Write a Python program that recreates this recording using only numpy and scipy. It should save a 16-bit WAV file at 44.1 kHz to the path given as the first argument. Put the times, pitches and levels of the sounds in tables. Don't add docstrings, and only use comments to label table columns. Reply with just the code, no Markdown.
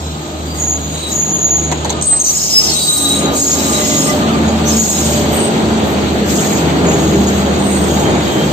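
import sys
import numpy as np
from scipy import signal
from scipy.io import wavfile
from scipy.ndimage import uniform_filter1d

SR = 44100
rng = np.random.default_rng(int(sys.argv[2]) if len(sys.argv) > 2 else 0)


def volts_from_decibels(level):
    exponent = np.asarray(level, float) / 20
    return 10 ** exponent


def transcribe(u):
    v = np.clip(np.atleast_2d(u).T, -1, 1)
    q = np.round(v * 32767).astype(np.int16)
    wavfile.write(sys.argv[1], SR, q)


N = 375732


def evened(x):
    return x / np.sqrt(np.mean(abs(x) ** 2) + 1e-20)


def read(points, hz):
    f, value = np.transpose(points)
    return np.interp(np.log(hz + 1), np.log(f + 1), value)


def columns(rows, t):
    s, *rest = np.transpose(rows)
    return [np.interp(t, s, c) for c in rest]


def bump(t, s, width):
    return np.exp(-((t - s) / width) ** 2)


def bursts(rows, t, rise_db, fall_db, rest_db):
    coarse = t[::40]
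    each = []
    for s, end, first, last in rows:
        end = max(end, s)
        corners = [s - 1, s, end, end + 1]
        each.append(np.interp(coarse, corners, [first - rise_db, first, last, last - fall_db]))
    return np.interp(t, coarse, np.maximum(np.max(each, axis=0), rest_db))


def inside(rows, t, hz):
    return np.any([(t >= a) & (t <= b) & (hz >= low) & (hz <= high) for a, b, low, high in rows], axis=0)


def lateness(hz, t):
    # t/s, lag/samples
    port_lag = [(0, -17), (2.7, -19), (3.2, 16), (4, 15), (8.52, 15)]
    spread_hz = 810
    in_step = 1 + (spread_hz / (hz + 1)) ** 4
    return np.exp(-2j * np.pi * hz * columns(port_lag, t)[0] / SR / in_step)


def noise(layers, size, patchy_db, flicker_db):
    # f/Hz, likeness/0-1
    likeness = [(60, 0.88), (250, 0.92), (600, 0.51), (950, 0.4), (1400, 0.35), (2200, 0.15), (5000, 0.12),
                (12000, 0.25)]
    hop = size // 4
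    t = np.arange(N // hop + 5) * hop / SR
    hz = np.fft.rfftfreq(size, 1 / SR)[:, None]
    a, b, c, d, patches = rng.standard_normal((len(t), len(hz), 5)).T
    patches = uniform_filter1d(patches, size=10, axis=0)
    patches = evened(uniform_filter1d(patches, size=10, axis=1))
    flicker = evened(uniform_filter1d(rng.standard_normal(len(t)), size=4))
    power = 0
    for shape, db in layers:
        colour = volts_from_decibels(read(shape, hz)) ** 2
        power = power + colour / np.mean(colour) * volts_from_decibels(np.interp(t, np.arange(N) / SR, db)) ** 2
    same = np.clip(read(likeness, hz), 0, 1)
    right = a + 1j * b
    left = lateness(hz, t) * same * right + np.sqrt(1 - same ** 2) * (c + 1j * d)
    z = np.array([left, right]) * np.sqrt(power) * volts_from_decibels(patchy_db * patches + flicker_db * flicker)
    return signal.istft(z, nperseg=size, noverlap=size - hop)[1][:, :N] * np.sqrt(4 / size)


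def tone(t, hz, width, db, steady, same, twist=0):
    same, steady = np.clip(same, 0, 1), np.clip(steady, 0, 1)
    r = np.exp(-np.pi * width / SR)
    a, b = rng.standard_normal((2, 2, len(t)))
    wander = signal.lfilter([1], np.convolve([1, -r], [1, -r]), a + 1j * b)
    right, other = np.sqrt(1 - steady) * evened(wander)
    late = np.exp(1j * twist) * lateness(hz, t)
    turn = np.exp(2j * np.pi * np.cumsum(hz * np.ones(len(t))) / SR)
    left = late * (same * right + np.sqrt(1 - same ** 2) * other + np.sqrt(steady))
    right = right + np.sqrt(steady)
    return np.sqrt(2) * volts_from_decibels(db) * (np.array([left, right]) * turn).real


def rolling(t, duck_db):
    # f/Hz, level/dB per Hz
    ground_shape, rumble_shape, roar_shape = [(15, -2.5), (40, -2.5), (55, -17), (90, -56.5)], [(15, -76.5), (41, -29.5), (59, -26),
                                                              (81, -5.5), (105, -7), (135, -3.5), (205, 1),
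                                                              (249, -2), (344, -0.5), (700, -12.5),
                                                              (910, -51), (1540, -120)], [(220, -50), (380, -26),
                                                                              (455, -8), (600, 4.5),
                                                                              (782, 6.5), (1090, -1),
                                                                              (1600, -8.5), (2080, -45),
                                                                              (3520, -120)]
    plate_shape, web_shape = [(590, -24.5), (1000, -32.5), (1210, -5), (1840, -7), (2500, -10.5),
                              (3250, -21), (5500, -120)], [(1290, -18), (2200, -4), (3230, 2.5), (4720, -1.5),
                                             (4800, -8.5), (6080, -10), (6200, -5), (8170, -6.5),
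                                             (8700, -16), (11300, -37.5), (19100, -120)]
    # t/s, rumble level/dB
    nearness = [(0, -27), (1.2, -24.5), (1.95, -20), (3.05, -21.5), (3.25, -19), (3.7, -17.5),
                (4.05, -17.5), (4.3, -13.5), (5.0, -17), (5.3, -14), (6.2, -14), (6.6, -12.5), (7.4, -14.5),
                (8.52, -13.5)]
    # level at -20 dB rumble/dB, share of nearness, share of ducking
    layer_rules = [(-25, 0.74, 0.98), (-35, 0.98, 1.46), (-29, 0.66, 0.84)]
    # t/s, half width/s, roar change/dB, web change/dB
    coupling = (6.25, .14, -4, -1)
    # t/s, half width/s, web gain/dB
    open_wheels = [
        (1.0, 0.11, 3.5),
        (2.7, 0.52, 5.5),
        (3.9, 0.26, 5.5),
        (5.1, 0.48, 2.5),
    ]
    # t/s, half width/s, roar and plate gain/dB
    axle_swells = [
        (3.28, 0.062, 5),
        (7.5, 0.15, 1.5),
        (3.9, 0.086, -1),
        (6.9, 0.1, 2.5),
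        (8.1, .12, 2.5),
    ]
    db = columns(nearness, t)[0]
    roar_db, plate_db, web_db = [at + near * (db + 20) - ducked * duck_db for at, near, ducked in layer_rules]
    s, half, roar_gap_db, web_gap_db = coupling
    gap = bump(t, s, half)
    swell_db = sum(more_db * bump(t, at, half) for at, half, more_db in axle_swells)
    rumble_db = db - duck_db + 0.95 * swell_db + 0.5
    roar_db = roar_db + swell_db + roar_gap_db * gap + 0.5
    plate_db = plate_db + swell_db + 3.0
    web_db = web_db + sum(more_db * bump(t, at, half) for at, half, more_db in open_wheels)
    web_db = web_db + web_gap_db * gap + 0.5
    low = [(ground_shape, -28.5 - duck_db), (rumble_shape, rumble_db), (roar_shape, roar_db)]
    high = [(plate_shape, plate_db), (web_shape, web_db)]
    out = noise(low, size=2048, patchy_db=0.5, flicker_db=0.47)
    return out + noise(high, size=512, patchy_db=1.32, flicker_db=0.7)


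def generators(t, duck_db):
    # t/s, mean f/Hz, level/dB, second order level/dB
    firing = [(0, 77.25, -19.5, -27), (1.7, 77.04, -23, -25), (2.6, 77.0, -24.5, -29.5),
              (3.4, 77.1, -22.5, -26.5), (4.1, 77, -32.5, -26.5), (4.42, 78.3, -18.5, -23.5),
              (6.2, 76.7, -22.5, -38), (6.8, 77.5, -19.5, -17.5), (7.4, 75.46, -17.5, -24.5),
              (8.52, 75.05, -22, -19)]
    # t/s, half width/s, loss/dB
    cancelling = [
        (.24, 0.1, 13),
        (1.05, 0.15, 5),
        (1.32, 0.18, 7.5),
        (4.2, 0.083, 1),
        (4.881, 0.11, 5),
        (5.5, 0.082, 28),
        (6.459, 0.13, 6),
        (7.65, 0.08, 10),
        (8.3, 0.092, 7),
    ]
    # multiple, level against the second/dB
    higher_orders = [(3, -14.5), (4, -7.5)]
    left_lead = 0.083
    beat_hz, beat_s = 2.64, 0.36
    slowing, slowing_s = 0.165, 5.94
    hz, db, second_db = columns(firing, t)
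    db = db - 1.1 * duck_db - sum(lost * bump(t, s, half) for s, half, lost in cancelling)
    out = tone(t, hz, 1.5, db, 0.95, 0.5, left_lead)
    beats = beat_hz * (t - beat_s) - slowing * np.maximum(t - slowing_s, 0) ** 2
    beat = np.sqrt(2) * np.sin(np.pi * beats)
    out += tone(t, 2 * hz, 1.2, second_db - 1.2 * duck_db, 0.93, 0.9, left_lead) * beat
    for multiple, under_db in higher_orders:
        out += tone(t, multiple * hz, 4, second_db + under_db - duck_db, 0.6, 0.8)
    return out


def drones(t):
    # start t/s, end t/s, first f/Hz, last f/Hz, level/dB
    gear_drones = [(2.9, 3.9, 279, 277.7, -19), (3.75, 4.57, 276, 268.6, -22), (0, 2.1, 225, 224, -37),
                   (.35, 1.13, 275.7, 275, -34.5), (.65, 1.8, 204, 205.6, -33), (3.08, 3.23, 201, 204, -21),
                   (3.22, 3.4, 222, 222, -22), (3.52, 4.2, 222.4, 223.3, -21.5),
                   (4.1, 4.93, 223, 220.8, -14.5), (4.85, 5.93, 222.2, 219.4, -18),
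                   (5.7, 6.75, 204.9, 202.5, -17.5), (6.55, 6.7, 159.2, 166, -19),
                   (6.9, 7.94, 198.5, 197.3, -15.5), (7.6, 8.1, 197, 195.4, -23.5),
                   (8.25, 8.5, 197, 198, -15)]
    out = np.zeros((2, N))
    for start, end, first_hz, last_hz, db in gear_drones:
        part = slice(round(start * SR), round(end * SR))
        span = t[part]
        hz = np.linspace(first_hz, last_hz, len(span))
        pair = tone(span, hz, 6, db, 0.88, 0.7) + tone(span, 2 * hz, 10, db - 13, 0.5, 0.8)
        out[:, part] += pair * signal.windows.tukey(len(hz), 0.4)
    return out


def motors(t, duck_db):
    # start t/s, end t/s, first level/dB, last level/dB
    whine = [(0, .6, -48, -31), (1.97, 2.02, -26, -25), (2.06, 2.45, -25, -27.5), (2.61, 3.2, -29, -25.5),
             (3.24, 3.36, -21, -20), (3.5, 3.62, -26, -26), (3.68, 3.78, -20, -19), (3.9, 4.0, -25, -26),
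             (4.09, 4.12, -18, -19), (4.16, 4.19, -27, -25), (4.225, 4.25, -14, -16),
             (4.29, 4.31, -21, -19), (4.345, 4.37, -18, -22), (4.5, 4.55, -23, -24), (4.6, 4.75, -27, -25)]
    half_order = [
        (3.2, 3.4, -34.5, -26),
        (3.68, 3.84, -27, -22),
        (3.88, 3.97, -22, -26),
        (4.04, 4.16, -23.5, -19.5),
        (4.22, 4.3, -23, -30),
        (4.6, 4.68, -23, -25),
        (4.74, 4.8, -28, -29),
        (5.1, 5.42, -24, -25),
    ]
    pass_s, spread_s, doppler = 4.1, 1.3, 0.022
    hz = 1199.4 * (1 - doppler * np.tanh((t - pass_s) / spread_s))
    whine_db = bursts(whine, t, 200, 170, -35.0) - 2.5 - 0.8 * duck_db
    half_db = bursts(half_order, t, 160, 120, -37.5) - 0.55 * duck_db
    return tone(t, hz, 18, whine_db, 0.66, 0.21) + tone(t, hz / 2, 12, half_db, 0.6, 0.9)


def knocks(t):
    # t/s, peak level/dB, relative thud level/dB, t60/s, relative clank level/dB
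    joint_knocks = [(1.714, -16.5, 6.5, 0.042, 0), (1.722, -13.5, -3, 0.05, -11),
                    (1.846, -11, -5, 0.028, -4.5), (1.853, -20, 1, 0.058, -3), (1.894, -15, -6, 0.023, 2),
                    (1.901, -11.5, -6.5, 0.069, -5), (1.925, -23, -9, 0.047, 2),
                    (2.012, -12, -19, 0.03, -23), (2.023, -10, -18, 0.046, -10),
                    (2.041, -23, -17, 0.03, -10), (2.126, -23.5, 8.5, 0.077, 0),
                    (2.168, -19, -14, 0.073, -17), (6.698, -32, 9, 0.034, 0)]
    # f/Hz, level/dB per Hz
    crack_shape, clank_shape, thud_shape = [(4500, -27), (5400, -12), (6300, 8), (8300, -1.5), (9000, -33),
                                            (15000, -37)], [(1400, -20), (2000, -33), (3000, -5), (4100, 2),
                                                           (4800, -9), (5400, -22.5)], [(150, -9), (400, 5), (800, 17),
                                                                          (1300, 0), (2000, 3),
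                                                                          (2800, -6.5), (4000, -22)]
    crack, clank, thud = np.zeros((3, N))
    for s, db, thud_db, t60, clank_db in joint_knocks:
        part = slice(round(s * SR), round(s * SR) + SR // 2)
        since = np.maximum(t[part] - s, 0)
        crack[part] += volts_from_decibels(db - 60 * since / t60) * np.clip(since / 0.00098, 0, 1)
        clank[part] += volts_from_decibels(db + clank_db - 60 * since / (1.2 * t60)) * np.clip(since / 0.0016, 0, 1)
        thud[part] += volts_from_decibels(db + thud_db - 60 * since / (2.3 * t60)) * np.clip(since / 0.0024, 0, 1)
    out = np.zeros((2, N))
    for hit, shape in [(crack, crack_shape), (clank, clank_shape), (thud, thud_shape)]:
        out += hit * noise([(shape, np.full(N, -1.0))], size=256, patchy_db=1, flicker_db=0)
    return out


def blows(t):
    # t/s, f/Hz, peak level/dB, t60/s
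    rail_rings = [(1.7155, 1000, -14, 0.039), (1.717, 2050, -24, .03), (1.724, 780, -17, 0.044),
                  (1.8465, 4000, -22, .03), (1.850, 850, -4.5, 0.036), (1.857, 500, -17, .04),
                  (1.8945, 6400, -13, 0.022), (1.8945, 4150, -17, .04), (1.9015, 6400, -7.5, .025),
                  (1.902, 820, -11, 0.047), (1.902, 4220, -19, .04), (2.013, 6300, -10, .03),
                  (2.021, 8120, -1, .04), (2.022, 6380, -11, .04), (2.039, 8150, -5, .03),
                  (2.040, 6400, -13, .03)]
    rise_s = 0.0012
    out = np.zeros((2, N))
    for s, hz, db, t60 in rail_rings:
        part = slice(round(s * SR), round(s * SR) + SR // 4)
        since = np.maximum(t[part] - s, 0)
        envelope = volts_from_decibels(db - 60 * since / t60) * (1 - np.exp(-since / rise_s))
        out[:, part] += envelope * np.sin(2 * np.pi * hz * since)
    return out


def chirps(t):
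    # start t/s, end t/s, f/Hz, width/Hz, level/dB
    faint_rings = [(0.43, 0.64, 4710, 70, -33.5), (.66, .84, 4680, 120, -42), (0.49, 0.74, 2030, 90, -40),
                   (4.277, 4.327, 1283, 120, -19.5), (0.051, 0.5, 335, 40, -31),
                   (0.947, 1.993, 334.2, 27, -28), (2.189, 2.234, 6500, 410, -9),
                   (2.227, 2.34, 6210, 520, -8.5), (2.299, 2.855, 6130, 180, -17.5),
                   (2.665, 2.77, 4400, 250, -17), (2.779, 3.3, 3900, 90, -22),
                   (2.76, 2.92, 4600, 400, -20.5), (2.747, 3.195, 12000, 66, -28),
                   (3.648, 4.1, 2030, 45, -30.5), (3.886, 3.998, 2030, 45, -28),
                   (4.052, 4.141, 2005, 51, -21), (4.647, 4.696, 6100, 340, -18),
                   (4.663, 4.723, 6190, 360, -16), (4.65, 4.4, 12300, 280, -21.5),
                   (5.271, 5.419, 11960, 260, -30), (5.837, 5.962, 13240, 2000, -29),
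                   (6.85, 7.25, 325, 10, -19), (6.6, 6.9, 270, 14, -19.5), (6.6, 7.6, 402, 16, -20.5),
                   (7.86, 8.0, 3200, 200, -29), (8.0, 8.15, 3170, 160, -27), (8.2, 8.65, 3160, 200, -27),
                   (7.8, 8.6, 3680, 300, -34)]
    out = np.zeros((2, N))
    for start, end, hz, width, db in faint_rings:
        part = slice(round(start * SR), round(end * SR))
        span = t[part]
        out[:, part] += tone(span, hz, width, db, 0.066, 0.59) * signal.windows.tukey(len(span), 0.7)
    return out


def scraping(t):
    # start t/s, end t/s, first level/dB, last level/dB
    flange_bites = [(0, .08, -41, -40), (.55, .72, -35.5, -39), (1.1, 1.55, -28.5, -53),
                    (2.03, 2.17, -31, -33.5), (2.26, 3.12, -23, -24), (3.36, 4.1, -23, -25.5),
                    (4.69, 5.18, -23, -26), (5.26, 5.6, -34, -41.5), (6.295, 6.58, -25, -29),
                    (6.9, 7.4, -34.5, -34.5), (7.65, 8.0, -37.5, -31.5), (8.25, 8.52, -35.5, -36)]
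    fizz_hush = [
        (0, .45, 5, 3),
        (1.7, 2.2, 7.5, 10.5),
    ]
    # f/Hz, level/dB per Hz
    scrape_shape, fizz_shape = [(3300, -20.5), (4200, -6), (4700, -2.5), (4900, -6.5), (5500, -5),
                                (6200, -3), (7000, 1), (8400, -0.5), (8800, -25.5)], [(8600, -14.5), (11400, -27), (11700, 0), (12800, -2.5),
                                                (14800, -1.5), (15500, -9), (15800, -45)]
    # f/Hz, width/Hz, relative level/dB
    chatter_modes = [(4570, 67, -26), (6400, 290, -1), (7520, 260, -1)]
    db = bursts(flange_bites, t, 343, 97, -41.5)
    fizz_db = -38.5 + 0.79 * (db + 31.0) - bursts(fizz_hush, t, 80, 150, 0)
    out = noise([(scrape_shape, db + 3.0)], size=256, patchy_db=3.0, flicker_db=1.15)
    fizz = noise([(fizz_shape, fizz_db + 5.5)], size=512, patchy_db=1.2, flicker_db=0.5)
    out += fizz * volts_from_decibels([[-1.5], [1.5]])
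    for hz, width, mode_db in chatter_modes:
        out += tone(t, hz, width, db + mode_db, 0, 0.066)
    return out


def squeals(t):
    mode_hz = [3888, 5248, 6711, 8159]
    # width/Hz, skirt width/Hz, skirt level/dB, left-right likeness/0-1, left phase lead/rad
    mode_shapes = [(22, 430, 0, 0.5, 0.95), (21, 190, 4, 0.7, 0.62), (35.5, 300, 4.5, 0.6, 0.33),
                   (28, 210, 3, 0.1, 2.75)]
    rest_levels = [-39.5, -76, -46, -76.5]
    # start t/s, end t/s, first level/dB, last level/dB
    mode_squeals = [[(0.047, 0.155, -38, -33), (.945, 1.053, -31, -25.5), (1.06, 1.12, -29, -30),
                     (1.875, 1.92, -34, -42), (2.694, 2.74, -31, -28), (2.755, 2.818, -16, -19),
                     (2.87, 2.967, -19.5, -22.5), (3.005, 3.065, -19.5, -17), (3.1, 3.168, -18.5, -19),
                     (3.225, 3.4, -25, -33), (3.47, 3.67, -36, -27), (3.74, 3.767, -21, -20.5),
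                     (3.82, 3.97, -35, -25.5), (4.95, 5.15, -29.5, -41)], [(0, .2, -41, -52), (2.35, 2.412, -26, -22), (2.44, 2.467, -23, -26),
                                       (2.5, 2.585, -23, -10.5), (2.598, 2.7, -14.5, -22),
                                       (2.722, 2.755, -34, -24.5), (3.057, 3.194, -39, -37),
                                       (3.393, 3.554, -38, -31), (3.599, 4.116, -36, -31),
                                       (4.715, 4.78, -26, -36), (4.82, 5.092, -38, -34)], [(0.555, 0.605, -36, -22),
                                                         (0.62, 0.736, -19.5, -16),
                                                         (0.816, 1.007, -29.5, -32),
                                                         (1.122, 1.183, -23, -16),
                                                         (1.2, 1.208, -11.5, -15.5),
                                                         (1.228, 1.263, -15, -16),
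                                                         (1.28, 1.587, -18.5, -16),
                                                         (1.625, 1.84, -19.5, -38), (2.03, 2.08, -30, -38),
                                                         (2.243, 2.3, -23, -29), (2.33, 2.4, -20, -24),
                                                         (2.43, 2.522, -18.5, -30),
                                                         (2.597, 3.26, -48, -27.5),
                                                         (3.337, 3.418, -31, -18),
                                                         (3.453, 3.543, -22, -18.5),
                                                         (3.622, 4.012, -30.5, -20),
                                                         (4.473, 4.49, -34, -31), (4.69, 4.716, -21, -24),
                                                         (4.767, 5.306, -18, -39),
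                                                         (6.332, 6.572, -28.5, -29),
                                                         (6.869, 7.219, -28, -34), (7.273, 7.29, -26, -30),
                                                         (7.353, 7.602, -41, -35), (7.72, 7.76, -29, -32),
                                                         (7.905, 8.499, -31, -44.5)], [(.58, .7, -35, -45),
                                                                           (.9, 1.076, -40, -31.5),
                                                                           (2.059, 2.075, -17, -11),
                                                                           (2.095, 2.12, -16, -11),
                                                                           (2.125, 2.154, -10.5, -18),
                                                                           (2.16, 2.175, -15.5, -16),
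                                                                           (2.19, 2.207, -22, -20),
                                                                           (2.245, 2.26, -24, -26),
                                                                           (2.3, 2.65, -32, -51),
                                                                           (2.737, 2.898, -22.5, -17.5),
                                                                           (2.93, 3.2, -19.5, -24),
                                                                           (3.37, 3.386, -21, -23),
                                                                           (3.613, 3.792, -33, -25),
                                                                           (3.88, 4.08, -34.5, -24.5),
                                                                           (4.72, 5.0, -42.5, -31),
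                                                                           (5.05, 5.098, -26, -30.5),
                                                                           (5.334, 5.452, -27, -21.5),
                                                                           (6.297, 6.576, -52, -50),
                                                                           (7.595, 7.678, -33, -26.5),
                                                                           (7.7, 7.843, -27, -30.5),
                                                                           (7.85, 8.103, -34.5, -40.5)]]
    out = np.zeros((2, N))
    for hz, shape, rows, rest_db in zip(mode_hz, mode_shapes, mode_squeals, rest_levels):
        width, skirt, skirt_db, same, twist = shape
        db = bursts(rows, t, 900, 249, rest_db)
        line_db = db + 5.5 + 0.31 * (db + 17)
        steady = 0.3 + 0.05 * np.clip(db + 19.0, 0, 9)
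        out += tone(t, hz, width, line_db, steady, same, twist)
        out += tone(t, hz + 40, skirt, np.minimum(db, -21) + skirt_db, 0, same, twist)
    return out


def scene():
    # start t/s, end t/s, first loss/dB, last loss/dB
    gain_ducks = [
        (2.08, 2.3, 7.5, 6.5),
        (2.35, 2.55, 7.5, 5.5),
        (2.75, 2.95, 3.5, 5.5),
        (3.42, 3.47, 5, 4),
        (4.8, 4.95, 3, 2.5),
    ]
    t = np.arange(N) / SR
    duck_db = bursts(gain_ducks, t, 82, 37, 0)
    background = rolling(t, duck_db) + generators(t, duck_db) + drones(t) + motors(t, duck_db)
    return background + knocks(t) + blows(t) + chirps(t) + scraping(t) + squeals(t)


def masked(x):
    # f/Hz, level/dB
    drop_gap = [(1000, -45), (1700, -30), (4600, -34), (5000, -27), (5400, -36), (8400, -23), (8800, -17.5),
                (11400, -15.5), (11700, -29.5), (15300, -38), (15700, -16)]
    # f/Hz, share/0-1
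    random_holes = [(900, 0), (1500, .015), (4700, .015), (4950, .25), (5300, .03), (8500, .01),
                    (11600, .25), (14800, .3), (15250, .6), (15600, 1.01)]
    # start t/s, end t/s, low f/Hz, high f/Hz
    leaking = [(.02, .1, 8900, 11000), (.49, .55, 8900, 10200), (2.35, 2.75, 10400, 10700),
               (2.65, 2.72, 8900, 9300), (3.33, 3.39, 10400, 11400), (3.52, 3.58, 10300, 10600),
               (4.81, 4.88, 8900, 9700), (5.09, 5.18, 10300, 11200), (5.86, 5.93, 8900, 10300),
               (5.93, 5.99, 8900, 9400), (7.17, 7.23, 10300, 10800)]
    # start t/s, end t/s, low f/Hz, high f/Hz
    lost_cells = [(2.11, 2.18, 11500, 13800), (2.04, 2.11, 11500, 11900), (2.98, 3.19, 4850, 5100),
                  (2.23, 2.28, 3200, 3700), (2.35, 2.43, 3450, 3700), (2.44, 2.53, 3450, 3600),
                  (1.17, 1.28, 4750, 5050), (5.73, 5.77, 12400, 15600), (.33, .42, 13500, 14400),
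                  (1.0, 1.08, 12900, 13700), (1.66, 1.71, 12300, 12900), (1.95, 2.005, 12200, 13900),
                  (1.8, 2.0, 8900, 11300), (2.2, 2.27, 1500, 1700), (2.47, 2.55, 1550, 1750),
                  (2.72, 2.86, 1600, 1800)]
    hz, t, z = signal.stft(x, SR, nperseg=2048, noverlap=1536)
    power = uniform_filter1d(abs(z) ** 2, size=4, axis=2).mean(0)
    cells = power[:-1].reshape(-1, 8, z.shape[2]).mean(1)
    cell_db, cell_hz = 10 * np.log10(cells + 1e-20), hz[4::8, None]
    loudness_db = 10 * np.log10(power.mean(0) + 1e-20)
    luck = uniform_filter1d(rng.standard_normal(cells.shape), size=6, axis=1)
    heard = cell_db - 0.7 * loudness_db + 11 + 5.0 * luck > read(drop_gap, cell_hz)
    rank = luck.argsort(axis=1).argsort(axis=1) / luck.shape[1]
    plain = cell_db < uniform_filter1d(cell_db, size=7, axis=0) + 1.5
    kept = heard & ~(plain & (rank < read(random_holes, cell_hz)))
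    kept = kept | (inside(leaking, t, cell_hz) & (luck > -0.15))
    kept = kept & ~inside(lost_cells, t, cell_hz)
    z[:, :-1] *= np.repeat(kept, 8, axis=0)
    return signal.istft(z, SR, nperseg=2048, noverlap=1536)[1][:, :N]


def band_limit(x):
    return signal.sosfilt(signal.butter(12, 16000, fs=SR, output="sos"), x)


def record(dry):
    x = signal.sosfilt(signal.butter(6, 62, "high", fs=SR, output="sos"), dry)
    high = signal.sosfilt(signal.butter(4, 3300, "high", fs=SR, output="sos"), x)
    sums = signal.sosfilt(signal.butter(8, [9500, 14000], "band", fs=SR, output="sos"), high ** 2)
    limited = np.tanh((x + 0.2 * sums) / 1.356)
    mix = masked(limited)
    return band_limit(mix)


dry = scene()
out = record(dry)
transcribe(out)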